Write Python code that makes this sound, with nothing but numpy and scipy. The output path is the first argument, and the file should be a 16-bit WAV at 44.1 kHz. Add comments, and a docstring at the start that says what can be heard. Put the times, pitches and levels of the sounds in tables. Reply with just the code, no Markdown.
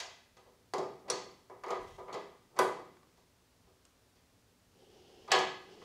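"""A sharp clang, then knocks: steel nuts and a clamp are handled on a slotted machine table.
Each contact thuds in the bed, clangs in the rail and pings in the nut; a small workshop answers.
A nut whirrs down its thread, which later ticks. Near the end the clamp slides along its slot
and hits home. Faint room noise lies under it all."""
import sys
import numpy as np
from scipy import signal
from scipy.fft import rfft, irfft, next_fast_len
from scipy.io import wavfile
from scipy.ndimage import map_coordinates

SR = 44100
rng = np.random.default_rng(int(sys.argv[2]) if len(sys.argv) > 2 else 0)


def master_out(mix):
    """Clip the mix to full scale and print it as 16-bit PCM to the path in sys.argv[1]."""
    frames = np.transpose(np.atleast_2d(mix))
    ceiling = np.clip(frames, -1, 1)
    pcm = np.round(ceiling * 32767).astype(np.int16)
    wavfile.write(sys.argv[1], SR, pcm)


N = 257852
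BLOW_SAMPLES = 24576


def amp(db):
    """Decibels to gain."""
    return 10 ** (np.asarray(db) / 20)


def unit(x):
    """Scale to rms 1."""
    return x / np.sqrt(np.mean(x ** 2) + 1e-20)


def along(points, hz):
    """Read a curve on a log frequency axis."""
    freqs, values = np.transpose(points)
    return np.interp(np.log(hz + 1), np.log(freqs), values)


def wobble(rate_hz):
    """Smooth random curve through rate_hz knots a second."""
    return map_coordinates(rng.standard_normal(2048), [np.arange(N) * rate_hz / SR], mode="wrap")


def noise(spectrum, size, tilt_db_oct=0):
    """Coloured noise of rms 1."""
    n_fft = next_fast_len(size)
    hz = np.fft.rfftfreq(n_fft, 1 / SR)
    gain = amp(along(spectrum, hz) + tilt_db_oct * np.log2(hz + 1))
    return unit(irfft(rfft(rng.standard_normal(n_fft)) * gain, n_fft)[:size])


def add(track, start_s, sound):
    """Mix a sound in at start_s."""
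    start = round(start_s * SR)
    track[start:start + len(sound)] += sound[:N - start]


def decay(t, t60_s):
    """Free vibration falls 60 dB in t60_s."""
    return np.exp(-np.log(1000) * t / t60_s)


def onset(rise_s):
    """Build-up of a vibration."""
    return 1 - np.exp(-np.arange(BLOW_SAMPLES) / SR / rise_s)


def stroke(start_s, end_s, attack_s, release_s):
    """Speed, 0-1, of a movement that builds, holds and dies away."""
    t = np.arange(N) / SR
    attack = 1 - np.exp(-np.maximum(t - start_s, 0) / attack_s)
    return attack * np.exp(-np.maximum(t - end_s, 0) / release_s)


def ring(modes, t60_s, tilt_db_oct=0):
    """Clear modes take a new phase and strength at each blow."""
    hz, db = np.transpose(modes)[:2, :, None]
    t = np.arange(BLOW_SAMPLES) / SR
    strength = amp(db + tilt_db_oct * np.log2(hz / np.median(hz)) + rng.standard_normal(hz.shape))
    phase = 2 * np.pi * (hz * t + rng.random(hz.shape, dtype=np.float32))
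    return np.sum(strength * decay(t, t60_s) * np.sin(phase), axis=0)


def body(spectrum, ragged_db, spacing_hz):
    """Crowded modes carve a part's spectrum into narrow peaks and valleys."""
    hz = np.arange(1, 1001) * spacing_hz
    depth_db = ragged_db * np.clip(hz / 1500, 0, 1)
    ripple_db = depth_db * np.clip(rng.standard_normal(len(hz)), -2, 2)
    return np.column_stack([hz, along(spectrum, hz) + ripple_db])


# Room air and low rumble spectra: freq_hz, density_db
AIR_SPECTRUM = [(12, -55), (20, -17), (60, -2.5), (127, -2), (146, -16), (177, -1), (204, -14), (241, -4.5),
                (328, -12), (472, -10), (678, -14.5), (802, -15.5), (2460, -21.5), (5230, -21.5),
                (16000, -32)]
RUMBLE_SPECTRUM = [(18, -22), (35, -3.5), (70, -1.5), (130, -4), (300, -48.5)]
def background(spin):
    """Steady room air, and a soft rumble while the nut spins."""
    return amp(-68.5) * noise(AIR_SPECTRUM, N) + amp(-60.5) * spin * noise(RUMBLE_SPECTRUM, N)


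# Room decay: freq_hz, t60_s
ROOM_DECAY = [(130, 1), (250, 1), (400, 0.57), (1000, 0.53), (2200, 0.63), (5000, 0.54), (8000, 0.44),
              (14000, 0.297)]
def burst(spectrum, t60_s, room_db, tilt_db_oct=0):
    """Crowded modes die fast; the darker room holds each frequency for its own time."""
    direct = noise(spectrum, BLOW_SAMPLES, tilt_db_oct + 0.8) * decay(np.arange(BLOW_SAMPLES) / SR, t60_s)
    hz, t, bands = signal.stft(noise(spectrum, BLOW_SAMPLES, tilt_db_oct), SR, nperseg=256)
    bands *= decay(t, along(ROOM_DECAY, hz)[:, None])
    _, tail = signal.istft(bands, SR, nperseg=256)
    return direct + amp(room_db) * tail[:BLOW_SAMPLES]


# Thread ticks: start_s, level_db, tilt_db_oct
THREAD_TICKS = [(2.969, -56.5, 0), (3.031, -59.5, 0), (3.852, -57.5, 8)]
# Tick spectrum: freq_hz, density_db
TICK_SPECTRUM = [(300, -18), (1100, 12), (2000, -4), (4000, -13.5), (8000, -20), (16000, -75)]
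def ticks():
    """The thread settles with tiny dry snaps."""
    out = np.zeros(N)
    for start_s, level_db, tilt_db_oct in THREAD_TICKS:
        snap = burst(TICK_SPECTRUM, t60_s=0.026, room_db=-16, tilt_db_oct=tilt_db_oct)
        add(out, start_s, amp(level_db) * snap)
    return out


# Thread friction spectrum: freq_hz, density_db
WHIRR_SPECTRUM = [(900, -20), (1700, -18), (2050, 3.5), (2600, 0), (3200, 7), (4500, -1.5), (6100, 0),
                  (7500, -5.5), (11000, -12), (15500, -21)]
def whirr(spin):
    """A flicked nut rubs down its thread and coasts to rest."""
    flutter = amp(1.5 * wobble(rate_hz=68))
    return amp(-65.5) * spin * unit(flutter * noise(WHIRR_SPECTRUM, N))


# Clamp pushes: start_s, end_s, full_speed_db
PUSHES = [(4.69, 5.27, -60), (5.568, 5.85, -53.5)]
# Slot friction spectrum: freq_hz, density_db
SLOT_SPECTRUM = [(120, -17), (200, -5), (224, -8), (316, -7.5), (379, 3), (639, -13), (791, -7),
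                 (1010, -22), (1120, -19), (1250, -26), (2410, -23.5), (2980, -14), (3930, -23),
                 (5030, -19.5), (10000, -40), (13000, -70), (22000, -120)]
def slide():
    """The clamp rubs along the slot, catching unevenly; the bed hums under the hiss."""
    push = sum(amp(db) * stroke(start_s, end_s, attack_s=0.18, release_s=0.02)
               for start_s, end_s, db in PUSHES)
    catching = amp(0.85 * wobble(rate_hz=22) + 0.47 * wobble(rate_hz=120))
    return push * unit(catching * noise(SLOT_SPECTRUM, N))


# Crowded weak modes of bed and rail: freq_hz, density_db
BED_SPECTRUM = [(25, -68.5), (80, -35), (140, -13), (270, -14), (370, -1), (560, -5), (800, -4),
                (1200, -8.5), (1420, -18.5), (1780, -25), (2030, -19), (2400, -30), (6000, -64),
                (16000, -83)]
RAIL_SPECTRUM = [(200, -33.5), (700, 6.5), (1150, -1.5), (1420, -8), (1620, 7), (1780, -7.5), (2030, 6.5),
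                 (2200, -6), (2550, 3), (3300, -4), (4700, -4.5), (6000, -43.5), (9000, -30),
                 (16000, -55.5)]
def table_bodies():
    """Bed and rail keep the same ragged spectra for every contact."""
    return (body(BED_SPECTRUM, ragged_db=5, spacing_hz=25.14),
            body(RAIL_SPECTRUM, ragged_db=4.5, spacing_hz=35.17))


def drag(swell_db_per_s=350):
    """Dragged parts rasp on the bed, ever louder until they seat."""
    t = np.arange(N) / SR
    swell = sum((t < seat_s) * amp(approach_db - 7 - swell_db_per_s * np.abs(seat_s - t))
                for seat_s, _, approach_db, *_ in SEATINGS)
    flutter = amp(0.83 * wobble(rate_hz=94))
    return swell * unit(flutter * noise(BED_SPECTRUM, N, tilt_db_oct=-2.5))


# Clear modes of bed and rail: pitch_hz, level_db
BED_RING = [(375, 3.5), (408, 0.5), (474, -5), (495, 0), (538, -11.5), (614, -15), (660, -4), (722, -11.5),
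            (764, -6.5), (813, -12), (878, -10), (980, -5.5), (998, -6), (1030, -13), (1130, -10.5),
            (1238, -8.5), (1280, -15.5)]
RAIL_RING = [(1476, -12.5), (1990, -1.5), (2024, 3), (2060, -2), (2350, -2), (2584, -9.5), (3106, -4),
             (3480, -4.5), (4700, -17)]
# Nut ping and contact crack spectra: freq_hz, density_db
NUT_SPECTRUM = [(500, -20), (2000, -17), (3500, -9.5), (4600, 0), (5800, -4.5), (6900, -4.5), (7800, -12),
                (11000, -31), (16000, -43)]
CRACK_SPECTRUM = [(500, -2), (2500, -7), (5000, -4.5), (8000, 3), (11000, 1), (14000, -9.5), (16000, -18.5)]
def contact(bodies, bed_gain, tilt_db_oct, rail_gain, nut_db, crack_db):
    """One contact cracks and shakes bed, rail and nut; the wide bed rings up slowly."""
    bed_body, rail_body = bodies
    hum = amp(-6) * onset(rise_s=0.0079) * ring(BED_RING, t60_s=0.48, tilt_db_oct=tilt_db_oct)
    thud = amp(-0.79) * burst(bed_body, t60_s=0.13, room_db=-4, tilt_db_oct=tilt_db_oct)
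    clang = burst(rail_body, t60_s=0.09, room_db=-4.5) + amp(-18.5) * ring(RAIL_RING, t60_s=0.63)
    nut_body = body(NUT_SPECTRUM, ragged_db=5, spacing_hz=68.4)  # new with every grip
    ping = amp(1.5) * burst(nut_body, t60_s=0.042, room_db=-14.5)
    crack = burst(CRACK_SPECTRUM, t60_s=0.033, room_db=-14.5)
    return bed_gain * (thud + hum) + rail_gain * clang + amp(nut_db) * ping + amp(crack_db) * crack


# Parts set down and bumped: start_s, force_db, rail_share, hardness, bed_tilt_db_oct, rise_s
BUMPS = [ (0.000, -38, 0.74, 0.95, 7, 0.0032), (0.367, -55, 0.41, 0.72, 2, 0.0025),
         (0.459, -59.5, 0.2, .25, -2, 0.0038), (0.736, -31.5, 0.14, .64, 1, 0.00047),
         (0.781, -34, .1, 0.6, -2.5, 0.0014), (1.498, -47.5, 0, 0.35, 2, 0.0017),
         (1.636, -40, 0.14, .42, 7.5, 0.00051), (1.661, -41.5, 0, 0.58, 0, 0.0046),
         (1.681, -42.5, 0.04, 0.6, 8.5, 0.0027), (1.704, -31, 0.14, 0.51, 2.5, 0.0011),
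         (1.981, -43.5, 0.07, 0.3, 0, 0.0065), (2.078, -39.2, 0.09, .33, 2.5, 0.012),
         (2.127, -40, 0.24, 0.68, -0.5, 0.0017), (2.141, -36, 0.23, 0.58, 1, 0.0017),
         (3.170, -63, .4, 0.8, -0.5, 0.005), (3.666, -64, .3, .2, -4, 0.0042),
         (4.155, -65.5, 0.58, 0.88, -2, 0.0057), (5.304, -37.5, .92, 0.3, 0, 0.0049),
         (5.336, -22.5, 0.41, 0.1, 2.5, 0.0043), (5.387, -41.5, 0, 0.98, -5.5, 0.0013),
         (5.814, -55, 0, .15, 6, 0.0034), ]
def knocks(bodies):
    """Bed and rail share the force of a knock; hardness, 0-1, adds ping and crack."""
    out = np.zeros(N)
    # a light touch precedes each seating; columns as in BUMPS
    touches = [(touch_s, approach_db, 0.24, 0.59, 4.5, 0.0073) for _, touch_s, approach_db, *_ in SEATINGS]
    for start_s, force_db, rail_share, hardness, tilt_db_oct, rise_s in BUMPS + touches:
        bed_gain = amp(force_db) * (1 - rail_share)
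        rail_gain = amp(force_db) * rail_share
        nut_db = force_db - 35 + 41 * hardness
        crack_db = force_db - 35.5 + 22.5 * hardness
        blow = contact(bodies, bed_gain, tilt_db_oct, rail_gain, nut_db, crack_db)
        add(out, start_s, blow * onset(rise_s))
    return out


# Nut modes: pitch_hz, level_db, t60_s
NUT_RING = [(4400, -11.5, .5), (4840, -12, 0.32), (5770, 14.5, 0.037), (5780, -10.5, .36),
            (6239, -11, 0.26), (6800, -26, 0.35), (9680, 8, 0.035), (9690, -22, 0.23)]
# Bolt and clamp modes: pitch_hz, level_db
BOLT_RING = [(538, -0.5), (1476, 2), (1530, 2), (1610, -6.5), (2137, -24.5), (3480, -11.5), (4920, -14),
             (5626, -23.5)]
CLAMP_RING = [(726, -0.5), (768, 2), (825, -2.5), (880, -2.5), (1101, 6), (1195, -0.5), (1260, -1),
              (1637, 0), (1695, 6.5), (1820, -5), (1938, -13), (2207, -4.5), (2297, -6), (2414, -8.5),
              (2640, -10.5), (2869, -9), (2997, -1.5), (3176, -5.5), (3289, -3.5), (3343, -1), (4280, -5.5),
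              (4400, -15.5), (6185, -13), (7265, -19.5)]
# Hard hits that seat a part: seat_s, touch_s, approach_db, bed_db, bed_tilt_db_oct, rail_db,
# nut_db, crack_db, nut_ring_db, bolt_ring_db, clamp_ring_db
SEATINGS = [ (1.100, 1.080, -38.5, -34.5, 0, -41.5, -28, -49, -38.5, -87, -84),
            (2.589, 2.563, -40, -23.5, 1.5, -39.5, -34.5, -32, -51, -37, -59),
            (5.317, 5.277, -41.5, -30, 3.5, -25.5, -24, -40, -48.5, -78, -37.5), ]
def strikes(bodies):
    """A part hits home: the nut pings; the bolt and the heavier clamp ring on."""
    out = np.zeros(N)
    for seat_s, _, _, bed_db, tilt_db_oct, rail_db, nut_db, crack_db, *rings_db in SEATINGS:
        nut_ring_db, bolt_ring_db, clamp_ring_db = rings_db
        blow = contact(bodies, amp(bed_db), tilt_db_oct, amp(rail_db), nut_db, crack_db)
        nut = amp(nut_ring_db) * ring(NUT_RING, t60_s=np.array(NUT_RING)[:, 2:])
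        bolt = amp(bolt_ring_db) * ring(BOLT_RING, t60_s=0.35)
        clamp = amp(clamp_ring_db + 1.5) * ring(CLAMP_RING, t60_s=0.55)
        add(out, seat_s, onset(rise_s=0.00067) * (blow + nut + bolt + clamp))
    return out


def scene():
    """Mono mix; the steel knocks and strikes carry hardly any deep bass."""
    bodies = table_bodies()
    bass_cut = signal.butter(2, 95, "highpass", fs=SR, output="sos")
    steel = signal.sosfilt(bass_cut, knocks(bodies) + strikes(bodies))
    spin = stroke(start_s=1.785, end_s=1.956, attack_s=0.018, release_s=0.078)
    return (steel + ticks() + whirr(spin) + drag() + slide() + background(spin))[None]


def record(dry):
    """Brick-wall low-pass on the top treble."""
    n_fft = next_fast_len(N + SR)
    hz = np.fft.rfftfreq(n_fft, 1 / SR)
    return irfft(rfft(dry, n_fft) * (hz < 15700), n_fft)[:, :N]


dry = scene()
out = record(dry)
master_out(out)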